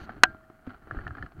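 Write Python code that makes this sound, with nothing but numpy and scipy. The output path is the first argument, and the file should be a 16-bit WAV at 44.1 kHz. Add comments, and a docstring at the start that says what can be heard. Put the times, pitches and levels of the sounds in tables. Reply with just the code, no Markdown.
"""A knock in snowy scrub

Someone moves through snowy scrub with a camera worn on the body. Something hard, probably carried gear,
strikes the housing once: its damped modes give a crack that overloads the microphone, and a metal part
rings on faintly. Around it are low buffets of wind, the friction noise of cloth and snow, dull bumps
of the jacket, small ticks of gear and a soft footfall."""
import sys
import numpy as np
from scipy import signal
from scipy.fft import rfft, irfft
from scipy.io import wavfile

SR = 44100
rng = np.random.default_rng(int(sys.argv[2]) if len(sys.argv) > 2 else 0)


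def master(y):
    """Save y as 16-bit WAV."""
    cut = np.clip(np.atleast_2d(y).T, -1, 1)
    pcm = np.round(cut * 32767)  # scale
    wavfile.write(sys.argv[1], SR, pcm.astype(np.int16))


N = 61739
T = np.arange(N) / SR

# spectrum of rustle and crunch heard through the housing: f/Hz, relative level/dB
MUFFLING = [(100, 0.5), (300, 6), (520, -7.5), (740, 2.5), (950, -10.5), (1380, 3.5), (1800, -8),
            (2500, -19), (3100, -19), (3600, -29.5), (4350, -22.5), (5300, -40), (6300, -41), (8500, -55),
            (16000, -49)]


def undb(db):
    """Amplitude ratio of a level in decibels."""
    return 10 ** (np.asarray(db) / 20)


def unit_rms(x):
    """Normalisation to unit mean power."""
    return x / np.sqrt(np.mean(x ** 2))


def envelope(points):
    """Gain interpolated in decibels through points of t/s, level/dB."""
    return undb(np.interp(T, *np.array(points).T))


def colour(x, points):
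    """Minimum-phase filtering, with unit power gain, through points of f/Hz, relative level/dB."""
    size = 4096
    hz, db = np.array(points).T
    f = np.maximum(np.fft.rfftfreq(size, 1 / SR), 1)
    magnitude = undb(np.interp(np.log(f), np.log(hz), db))
    cepstrum = irfft(np.log(magnitude))
    cepstrum[1:size // 2] *= 2  # folding onto positive time makes the filter causal
    cepstrum[size // 2 + 1:] = 0
    response = irfft(np.exp(rfft(cepstrum)))
    return signal.fftconvolve(x, response / np.linalg.norm(response))[:N]


def noise(spectrum):
    """Spectral shaping of white noise, at unit power."""
    return unit_rms(colour(rng.standard_normal(N), spectrum))


def pass_band(x, hz, kind):
    """Second-order low- or high-pass filtering."""
    return signal.sosfilt(signal.butter(2, hz, kind, fs=SR, output="sos"), x)


def decay(start, t60):
    """Exponential decay from a sudden onset, falling 60 dB in t60 seconds."""
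    return (T >= start) * np.exp(-np.log(1000) * np.clip((T - start) / t60, 0, 10))


def ring(start, modes):
    """Free vibration after an impulse: a sum of damped modes given as f/Hz, level/dB, T60/s."""
    return sum(undb(db) * decay(start, t60) * np.sin(2 * np.pi * hz * (T - start))
               for hz, db, t60 in modes)


def wind():
    """Turbulent pressure on the microphone: low buffeting that rises as the wearer turns."""
    spectrum = [(15, -7), (35, 0), (75, -4.5), (130, -6.5), (200, -16.5), (330, -10.5), (520, -31.5),
                (2000, -65)]  # buffeting: f/Hz, relative level/dB
    gusts = [(0, -67), (.03, -50.5), (.2, -50.5), (.28, -46), (.42, -61.5), (.64, -62.5), (.75, -79),
             (.8, -61.5), (.9, -52), (.98, -36.5), (1.03, -47.5), (1.08, -40), (1.15, -50), (1.24, -40),
             (1.31, -65.5), (1.39, -39)]  # strength of the wind: t/s, level/dB
    return noise(spectrum) * envelope(gusts)


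def rustle(slips_per_s=1700, spread_db=4):
    """Stick-slip friction: cloth and snow give dense random impulses, muffled by the housing."""
    movement = [(0, -46), (.04, -48), (.115, -45), (.16, -50.5), (.21, -55.5), (.3, -50.5), (.38, -59.5),
                (.64, -60), (.68, -52.5), (.76, -51.5), (.8, -61.5), (.89, -52), (.96, -47), (1.04, -48.5),
                (1.13, -53.5), (1.245, -48.5), (1.29, -57.5), (1.36, -61.5), (1.39, -50)]  # strength of the rustle: t/s, level/dB
    slips = (rng.random(N) < slips_per_s / SR) * rng.choice([-1, 1], N)
    sizes = undb(spread_db * np.clip(rng.standard_normal(N), -2, 2))
    return unit_rms(colour(slips * sizes, MUFFLING)) * envelope(movement)


def sleeve(level_db=-58, hold_s=0.053, fade_s=0.0095):
    """Sliding friction: a sleeve gives a short swish of bright noise at the start."""
    spectrum = [(1500, -4), (3000, 0), (3600, -9), (4300, 1.5), (5300, -17), (6200, -6.5), (7500, -26),
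                (15000, -14)]  # sliding cloth: f/Hz, relative level/dB
    sliding = np.clip((hold_s - T) / fade_s + 1, 0, 1)
    return undb(level_db) * noise(spectrum) * sliding


def jacket_bumps():
    """Soft impacts: each bump of the jacket against the camera excites one low damped mode."""
    bumps = [(.017, 70, -32, .06), (0.927, 100, -34, 0.14), (.751, 60, -44.5, 0.088),
             (0.97, 54.6, -25, 0.051), (1.064, 97, -26.5, 0.045), (1.112, 93, -29.5, 0.07),
             (1.208, 70, -33, 0.1), (1.2376, 283, -30, 0.019)]  # dull thuds: t/s, f/Hz, level/dB, T60/s
    return sum(ring(start, [(hz, db, t60)]) for start, hz, db, t60 in bumps)


def gear_ring(attack_s=0.00094):
    """Modal ringing of one piece of gear, its onset cushioned by cloth."""
    modes = [(720, -17, .016), (1200, -6, 0.017), (1386, 0.5, 0.019), (1719, -0.5, 0.028),
             (3000, -33, 0.016), (4300, -32, .009)]  # resonances of the gear: f/Hz, relative level/dB, T60/s
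    t = T[:SR // 20]
    tone = sum((-1) ** k * undb(db) * np.exp(-np.log(1000) * t / t60) * np.sin(2 * np.pi * hz * t)
               for k, (hz, db, t60) in enumerate(modes))
    onset = 1 - np.exp(-t / attack_s)
    return np.pad(tone * onset, (0, N - len(t)))


def gear_ticks(attack_s=0.00091):
    """Small impacts: each is a noisy crunch, muffled by the housing, plus the free ring of the gear."""
    # ticks and crunches: t/s, level/dB, treble gain/dB, bass gain/dB, ring gain/dB,
    # ring frequency ratio, crunch T60/s
    ticks = [(.0922, -26, -18, -21, -8.5, 1.02, 0.027), (0.1669, -40, 2, 8, -5.5, 1, 0.012),
             (0.1795, -42, -10, 8, -22, 1.2, 0.013), (0.2521, -23, 0.5, -16.5, -17, 1, .022),
             (.298, -48.5, -14, 3, -10, .9, 0.056), (0.3446, -41, -7, 5, -6, 0.75, 0.024),
             (.4075, -49, -5.5, -15, -7.5, 0.72, 0.019), (0.439, -51, -7, -8, 1, 1.06, 0.014),
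             (0.4991, -44.5, -1, 7, -15, 0.81, 0.025), (.591, -52, -5.5, 3.5, -8, 1.32, 0.022),
             (0.6656, -44.5, 6.5, 3, -15, 0.62, 0.075), (0.693, -53, 12.5, 3.5, -4, 0.82, .05),
             (0.7034, -37.5, -9, -6, -12, 0.96, 0.049), (0.7435, -42.5, -3, -2, -4.5, 0.82, 0.017),
             (0.8202, -52, 1, 11.5, -1, 1, 0.033), (0.8712, -38, -18, 8.5, -16, .95, 0.027),
             (0.9096, -29.5, -12, -5, 6, 0.98, 0.019), (0.9224, -41.5, -8, 7.5, -17, 0.67, 0.019),
             (.9467, -39, -10.5, 11.5, -9, 1.14, 0.017), (0.9684, -34, -17, 5, -3, .95, .014),
             (0.988, -33.5, -20, 7.5, 3.5, 1.03, 0.014), (1.0135, -35.5, -10.5, -3, -2.5, .95, 0.011),
             (1.067, -31.5, -6.5, -4, 6, 1.03, 0.016), (1.0775, -27, 6, -9, -4, 1, 0.013),
             (1.1069, -37.5, -9, -10, 4, 0.95, 0.019), (1.1505, -34, -4, -16, -0.5, .93, .018),
             (1.169, -41.5, -0.5, 4, -5, 1.23, 0.071), (1.1824, -37.5, -12, -2, 6, 0.99, 0.026),
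             (1.2251, -33.5, 5.5, -13, 8.5, 1.019, 0.021), (1.2625, -41, 7, -16, -1.5, 0.96, 0.014),
             (1.319, -44, 4.5, -15, -11, 0.93, 0.024)]
    bass, middle, treble, rings = np.zeros((4, N))
    grit, tone = rng.standard_normal(N), gear_ring()
    for start, db, treble_db, bass_db, ring_db, pitch, t60 in ticks:
        onset = np.clip((T - start) / attack_s, 0, 1)
        burst = undb(db) * grit * decay(start, t60) * onset
        middle += burst
        bass += undb(bass_db) * burst
        treble += undb(treble_db) * burst
        rings += undb(db + ring_db) * np.interp((T - start) * pitch, T, tone, left=0)
    bass = pass_band(bass, 520, "low")
    middle = pass_band(pass_band(middle, 650, "high"), 1800, "low")
    treble = pass_band(treble, 2500, "high")
    crunch = bass - middle + treble  # inverting the middle avoids notches at the crossovers
    return colour(crunch, MUFFLING) + rings


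def knock(scrape_db=-15, scrape_s=0.0043):
    """Impact excitation: a blow and its rebound drive the housing's modes; grit scrapes, metal rings."""
    contacts = [(.2349, 1.5), (.23572, -4.5)]  # the blow and its instant rebound: t/s, level/dB
    housing_modes = [(250.7, -32.5, 0.0038), (745, -8.5, 0.0453), (1001, -12, 0.028), (1258, -3.5, 0.011),
                     (1469, -2, 0.011), (1537.3, 2, 0.023), (1666, 1.14, 0.023), (1923, 8, 0.0149),
                     (2533, -4, 0.0145), (2878, 4.5, 0.012), (3236, -12.5, 0.022), (4050, 2, 0.011),
                     (4400, -21.5, 0.023), (6490, -5, 0.0092)]  # heavily damped resonances: f/Hz, relative level/dB, T60/s
    metal_modes = [(334, -46, .4), (641, -53, 2.2), (1393, -41, .5), (1588, -22, .15)]  # lightly damped resonances: f/Hz, level/dB, T60/s
    grit_spectrum = [(100, -19.5), (1500, -11.5), (2800, -2), (3500, -8), (4100, 6), (5200, -0.5),
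                     (6900, -7), (7900, -22), (15000, -20)]  # grit scraped in the contact: f/Hz, relative level/dB
    start = contacts[0][0]
    crack = sum(undb(db) * ring(at, housing_modes) for at, db in contacts)
    progress = np.clip((T - start) / scrape_s, 0, 1)
    touching = np.sqrt(np.maximum(np.sin(np.pi * progress), 0))
    scrape = undb(scrape_db) * touching * noise(grit_spectrum)
    return crack + scrape + ring(start, metal_modes)


def footfall(start_s=0.6742):
    """A soft impact: one step sets off low, quickly damped modes."""
    modes = [(99, -39, 0.15), (257, -26.5, 0.069), (456, -41, 0.027)]  # thud of the step: f/Hz, level/dB, T60/s
    return ring(start_s, modes)


def scene():
    """Linear superposition of all sources in one channel."""
    return (wind() + rustle() + sleeve() + jacket_bumps() + gear_ticks() + knock() + footfall())[None]


def record(dry, knee=4, ceiling_db=-1.15, hiss_db=-78, mic_hz=10200, top_hz=15800):
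    """Saturation and band limiting: the microphone flattens the crack, adds hiss and loses the top."""
    saturated = dry / (1 + np.abs(dry) ** knee) ** (1 / knee)
    softened = undb(ceiling_db) * pass_band(saturated, mic_hz, "low")
    hiss = undb(hiss_db) * rng.standard_normal(N)
    steep_lowpass = signal.ellip(8, .2, 70, top_hz, fs=SR, output="sos")
    return signal.sosfilt(steep_lowpass, softened + hiss)


dry = scene()
out = record(dry)
master(out)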